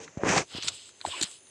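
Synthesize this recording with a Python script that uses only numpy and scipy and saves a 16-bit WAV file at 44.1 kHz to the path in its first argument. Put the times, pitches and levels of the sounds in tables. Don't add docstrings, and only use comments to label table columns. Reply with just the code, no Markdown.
import sys
import numpy as np
from scipy import signal
from scipy.fft import rfft, irfft
from scipy.io import wavfile

SR = 44100
rng = np.random.default_rng(int(sys.argv[2]) if len(sys.argv) > 2 else 0)


def persist_wave(psi):
    counts = np.round(np.clip(psi, -1, 1) * 32767).astype(np.int16)
    wavfile.write(sys.argv[1], SR, np.atleast_2d(counts).T)


N = 66150
T = np.arange(N) / SR

# f/Hz, level/dB
AIR_TONE = [(35, -37), (80, 3), (200, -3), (380, 5), (700, -3), (1500, -7), (2700, -3.5), (4200, -34),
            (9000, -27), (14000, -53)]
INSECT_TONE = [(5300, -44), (5900, -16), (6150, 8.5), (6600, 1.5), (7400, 0.5), (8400, -35), (9600, -44),
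               (10800, -36)]
# t/s, level/dB, f/Hz at the start of a chirp
CRICKET = [(0, -83, 10500), (.3, -84, 9900), (.47, -70, 10170), (.85, -78, 10200), (.97, -68.5, 9850),
           (1.301, -55, 9680), (1.42, -62, 9930), (1.5, -57.5, 9760)]
# t/s, swish level/dB, treble level/dB
GRASS_LEVELS = [(.3, -89, -88), (.47, -63, -66), (0.52, -48, -55.5), (.55, -41.5, -60), (.578, -37.5, -51),
                (.6, -47, -64), (.62, -43, -57), (.642, -39.5, -42), (.672, -39, -44.5), (.705, -48, -57),
                (0.751, -48, -45), (.79, -51, -55.5), (0.892, -54.5, -54), (0.926, -65.5, -70),
                (1.04, -62, -59), (1.069, -45.5, -41), (1.12, -44.5, -46.5), (1.15, -45.5, -48.5),
                (1.2, -45, -44), (1.25, -40, -54), (1.295, -57, -48), (1.34, -52.5, -52), (1.372, -58, -62),
                (1.4, -67, -71)]
# f/Hz, level/dB
GRASS_TONE = [(200, -26), (600, -30), (1100, -18), (1700, -18), (2300, -12), (2900, -2), (3900, -2.5),
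              (4600, -6.5), (5150, -3.5), (5600, -17.5), (9000, -29)]
GRASS_TREBLE = [(4500, -36.5), (6300, -10), (7200, -2.5), (7800, 6), (8800, -7), (9700, -13.5),
                (10400, -26), (11400, -26.5), (14500, -44)]
# t/s, level/dB, f/Hz above which they are dulled
SNAPS = [(0.0779, -36, 2800), (0.081, -37, 2720), (.831, -59, 7000), (0.85, -53.5, 6900),
         (0.891, -47.5, 4940), (0.891, -41.5, 5000), (0.95, -58, 4000), (1.0053, -44, 3500),
         (1.0132, -30, 7000), (1.022, -44, 5000), (1.051, -28.5, 6000), (1.063, -30, 7000),
         (1.469, -49.5, 8000)]
# f/Hz, level/dB
SNAP_TONE = [(200, -10), (800, -10.5), (1500, 0), (2900, -9), (4100, 3.5), (5500, -16.5), (8000, -8.5),
             (12000, -16)]
# t/s, level/dB, half length/s
SOLE_SLIPS = [(0.561, -51, 0.034), (0.673, -50, 0.031), (1.083, -53, 0.023), (1.201, -46.5, 0.053)]
SOLE_PRESSES = [(0.567, -47, 0.021), (0.685, -52, 0.039), (1.072, -46, 0.017), (1.227, -51.5, 0.013)]
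# f/Hz, level/dB
SLIP_TONE = [(250, -6.5), (550, 2), (900, 0.5), (1500, 3), (2200, 0.5), (3000, -12)]
PRESS_TONE = [(40, -29), (90, 1.5), (200, -13), (500, -11.5), (900, -13), (2000, -24)]
# t/s, level/dB, half length/s, f/Hz, pitch spread/Hz, sinking rate/(1/s)
WATER_SQUEEZES = [(0.032, -51, .03, 465, 127, 1), (0.218, -40, 0.025, 607, 193, 0.26),
                  (.585, -45, 0.031, 2925, 450, 0.23), (1.141, -43, 0.01905, 1035, 171, 0.915),
                  (1.124, -38.5, 0.019, 3170, 910, 0.99), (1.174, -41.5, .03, 2704, 750, 0.54),
                  (1.182, -52, .025, 327.6, 49.7, 0.28)]
# t/s, level/dB, f/Hz, swell time/s
SMACKS_AND_PLOPS = [(0.2357, -16, 1230, 0.00026), (.3655, -20.5, 812, 0.004), (.381, -15.5, 1090, 0.00058),
                    (1.048, -41.5, 885, 0.0035), (1.0516, -17, 854, 0.00082), (1.0859, -36, 620, 0.0016)]
# t/s, level/dB, decay time/s, extra level for the spray/dB
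MUD_SPLATS = [(0.378, -23, 0.00067, -12.5), (0.6239, -32, 0.0047, -26), (0.631, -29.5, 0.0042, -17),
              (0.6736, -27.5, 0.009, -3.5), (0.681, -19.5, 0.003, -23), (0.6842, -21.5, 0.0011, -4),
              (.6875, -42, 0.0034, 12.5), (1.2116, -24.5, 0.0046, 1), (1.2247, -26, 0.0049, 6),
              (1.231, -25, 0.0038, 0), (1.2403, -34, 0.0022, 0), (1.313, -44.5, 0.0015, 10.5)]
# f/Hz, level/dB
BODY_TONE = [(300, -54), (1000, -17), (2000, -13.5), (3000, -7.5), (4000, 1), (5300, -9), (7000, -10),
             (14000, -82)]
SPRAY_TONE = [(3000, -22), (5500, -20), (7200, 5), (8400, -2), (10000, -20.5), (12000, -27), (14500, -42)]
# t/s, bass level/dB, middle level/dB, treble level/dB
SCUFF_LEVELS = [(0, -46.5, -55.5, -53), (0.046, -58, -55.5, -46.5), (0.063, -54, -65, -59.5),
                (0.167, -69.5, -66, -65), (0.181, -48, -52.5, -54.5), (.198, -56, -60, -71),
                (.206, -49, -52.5, -60), (0.231, -40.5, -52.5, -55.5), (.246, -29.5, -40, -45),
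                (0.271, -27, -33, -39.5), (0.29, -31, -26, -29), (.34, -25, -31.5, -32),
                (0.359, -30.5, -31.5, -31.5), (0.379, -27, -25.5, -26.5), (0.393, -30, -35, -30.5),
                (0.424, -39.5, -40.5, -42.5), (.444, -53, -70, -55), (.46, -75, -84, -68),
                (.52, -61, -60, -80), (.6, -100, -110, -110)]
# f/Hz, level/dB
BASS_TONE = [(35, -43), (55, -14), (90, -6.5), (170, -1), (320, -1.5), (500, -2.5), (800, -5.5),
             (1100, -7.5), (1800, -32.5)]
MIDDLE_TONE = [(600, -34.5), (1100, 0), (1800, 5.5), (2500, 2), (3200, -7.5), (4200, -35.5)]
TREBLE_TONE = [(2400, -2), (3500, -4.5), (4600, -6), (6200, 3), (7400, -3), (8600, -11.5), (10000, -26),
               (12000, -39), (14500, -72)]
# t/s, level/dB, f/Hz, fade time/s (to 60 dB down)
SOLE_KNOCKS = [(.173, -14, 176, 0.01), (0.2347, -10, 390, 0.012), (0.283, -17.5, 263, 0.024),
               (0.298, -17.5, 186, 0.042), (0.367, -21, 188, 0.063), (.549, -21.5, 214, 0.01),
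               (0.5833, -27, 357, 0.017), (0.6449, -26.5, 307, 0.004), (0.668, -27, 250, 0.0033),
               (1.056, -34, 337, .015), (1.0731, -31.5, 356, 0.015), (1.2144, -28, 321, 0.05),
               (1.236, -33, 193, 0.038)]


def from_db(db):
    return 10 ** (np.asarray(db) / 20)


def rms_one(x):
    return x / np.sqrt(np.mean(x ** 2) + 1e-20)


def gains(rows):
    times, *columns = np.transpose(rows)
    return [from_db(np.interp(T, times, db)) for db in columns]


def cut(x, order, hz, keep="low"):
    return signal.sosfilt(signal.butter(order, hz, keep, fs=SR, output="sos"), x)


def colour(x, tone):
    hz, db = np.transpose(tone)
    size = 2 * N
    octave = np.log2(np.maximum(np.arange(N + 1) * SR / size, 10))
    outside = np.abs(octave - np.clip(octave, np.log2(hz[0]), np.log2(hz[-1])))
    gain = rms_one(from_db(np.interp(octave, np.log2(hz), db) - 24 * np.minimum(outside, 2)))
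    cepstrum = irfft(np.log(gain))
    cepstrum[1:N] *= 2
    cepstrum[N + 1:] = 0
    return irfft(rfft(x, size) * np.exp(rfft(cepstrum)))[:N]


def grains(per_s, spread_db):
    sizes = from_db(spread_db * np.minimum(rng.exponential(1, N), 4))
    return rms_one(sizes * rng.choice([-1, 1], N) * (rng.random(N) < per_s / SR))


def burst(t, attack_s, decay_s):
    age = np.maximum(T - t, 0)
    return np.minimum(age / attack_s, 1) * np.exp(-np.maximum(age - attack_s, 0) / decay_s)


def swell(t, half_s):
    return np.exp(-0.5 * ((T - t) / half_s) ** 2)


def wobble(width_hz):
    real, imaginary = rms_one(cut(rng.standard_normal((2, N)), 2, width_hz / 2))
    return real + 1j * imaginary


def glide(hz, swing):
    return np.real(swing * np.exp(2j * np.pi * np.cumsum(hz) / SR))


def bubbles(per_s, low_hz, high_hz, cycles=39, count=24):
    clicks = grains(per_s, spread_db=4)
    pitch_choice = rng.integers(0, count, N)
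    out = np.zeros(N)
    for k, hz in enumerate(np.geomspace(low_hz, high_hz, count)):
        fade = np.exp(-np.log(1000) * hz / (cycles * SR))
        ringing = [1, -2 * fade * np.cos(2 * np.pi * hz / SR), fade * fade]
        out += signal.lfilter([1, 0, -1], ringing, clicks * (pitch_choice == k) + 1e-18)
    return rms_one(cut(out, 3, high_hz * 1.22))


def field():
    air = from_db(-64) * colour(rng.standard_normal(N), AIR_TONE)
    insects = from_db(-62) * colour(rng.standard_normal(N), INSECT_TONE)
    return air + insects


def cricket(chirps_per_s=107, fall_hz=814):
    times, db, start_hz = np.transpose(CRICKET)
    stroke = (T * chirps_per_s) % 1
    pitch = np.interp(T, times, start_hz) - fall_hz * stroke
    chirps = np.sin(np.pi * stroke) * glide(pitch, 1 + 1.6 * wobble(width_hz=500))
    return from_db(np.interp(T, times, db)) * rms_one(chirps)


def grass():
    swish_gain, treble_gain = gains(GRASS_LEVELS)
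    swish = colour(swish_gain * grains(per_s=9000, spread_db=1.5), GRASS_TONE)
    treble = colour(treble_gain * grains(per_s=9000, spread_db=1.5), GRASS_TREBLE)
    droplets = from_db(-8.5) * swish_gain * bubbles(per_s=200, low_hz=2800, high_hz=5400)
    return swish + treble + droplets


def snaps():
    crackle = grains(per_s=10000, spread_db=1)
    out = np.zeros(N)
    for t, db, hz in SNAPS:
        tick = from_db(db) * burst(t, attack_s=0.00032, decay_s=0.0014) * crackle
        out += cut(tick, 4, hz)
    return colour(out, SNAP_TONE)


def slips():
    rubbing = sum(from_db(db) * swell(t, half_s) for t, db, half_s in SOLE_SLIPS)
    return colour(rubbing * grains(per_s=2300, spread_db=3), SLIP_TONE)


def presses():
    weight = sum(from_db(db) * swell(t, half_s) for t, db, half_s in SOLE_PRESSES)
    return colour(weight * grains(per_s=430, spread_db=2.5), PRESS_TONE)


def squelches():
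    out = np.zeros(N)
    for t, db, half_s, hz, width_hz, sink_per_s in WATER_SQUEEZES:
        pitch = hz * np.exp(-sink_per_s * np.clip(T - t, -2 * half_s, 2 * half_s))
        out += from_db(db) * swell(t, half_s) * glide(pitch, wobble(width_hz))
    return out


def smacks_and_plops(sink_per_s=27.5, tail_stretch=1.42):
    out = np.zeros(N)
    for t, db, hz, swell_s in SMACKS_AND_PLOPS:
        age = T - t
        pitch = hz * np.exp(-np.clip(sink_per_s * age, -0.5, 0.5))
        cycles = np.cumsum(pitch) / SR
        cycles -= np.interp(t, T, cycles)
        shape = np.where(age < 0, swell(t, swell_s), swell(t, swell_s * tail_stretch))
        out += from_db(db) * shape * np.cos(2 * np.pi * cycles)
    return out


def splats(attack_s=0.0013, spray_db=-2):
    body, spray = np.zeros((2, N))
    for t, db, decay_s, extra_db in MUD_SPLATS:
        tear = from_db(db) * burst(t, attack_s, decay_s)
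        body += tear
        spray += from_db(spray_db + extra_db) * tear
    return (colour(body * grains(per_s=10000, spread_db=1.5), BODY_TONE)
            + colour(spray * grains(per_s=10000, spread_db=1), SPRAY_TONE))


def scuff():
    bass, middle, treble = gains(SCUFF_LEVELS)
    bands = (bass, BASS_TONE), (middle, MIDDLE_TONE), (treble, TREBLE_TONE)
    rubbing = sum(colour(gain * grains(per_s=7000, spread_db=2), tone) for gain, tone in bands)
    fizz = from_db(-9.5) * middle * bubbles(per_s=410, low_hz=750, high_hz=2800)
    return rubbing + fizz


def thuds():
    out = np.zeros(N)
    for t, db, hz, fade_s in SOLE_KNOCKS:
        age = np.maximum(T - t, 0)
        out -= from_db(db - 60 * age / fade_s) * np.sin(2 * np.pi * hz * age)
    return cut(out, 2, hz=75, keep="high")


def scene():
    background = field() + cricket()
    details = grass() + snaps() + slips() + presses() + squelches()
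    steps = smacks_and_plops() + splats() + scuff() + thuds()
    return (background + details + steps)[None]


def record(dry):
    thin = cut(dry, 3, hz=49, keep="high")
    treble_cut = signal.cheby2(12, 70, 15500, fs=SR, output="sos")
    return signal.sosfilt(treble_cut, thin)


dry = scene()
out = record(dry)
persist_wave(out)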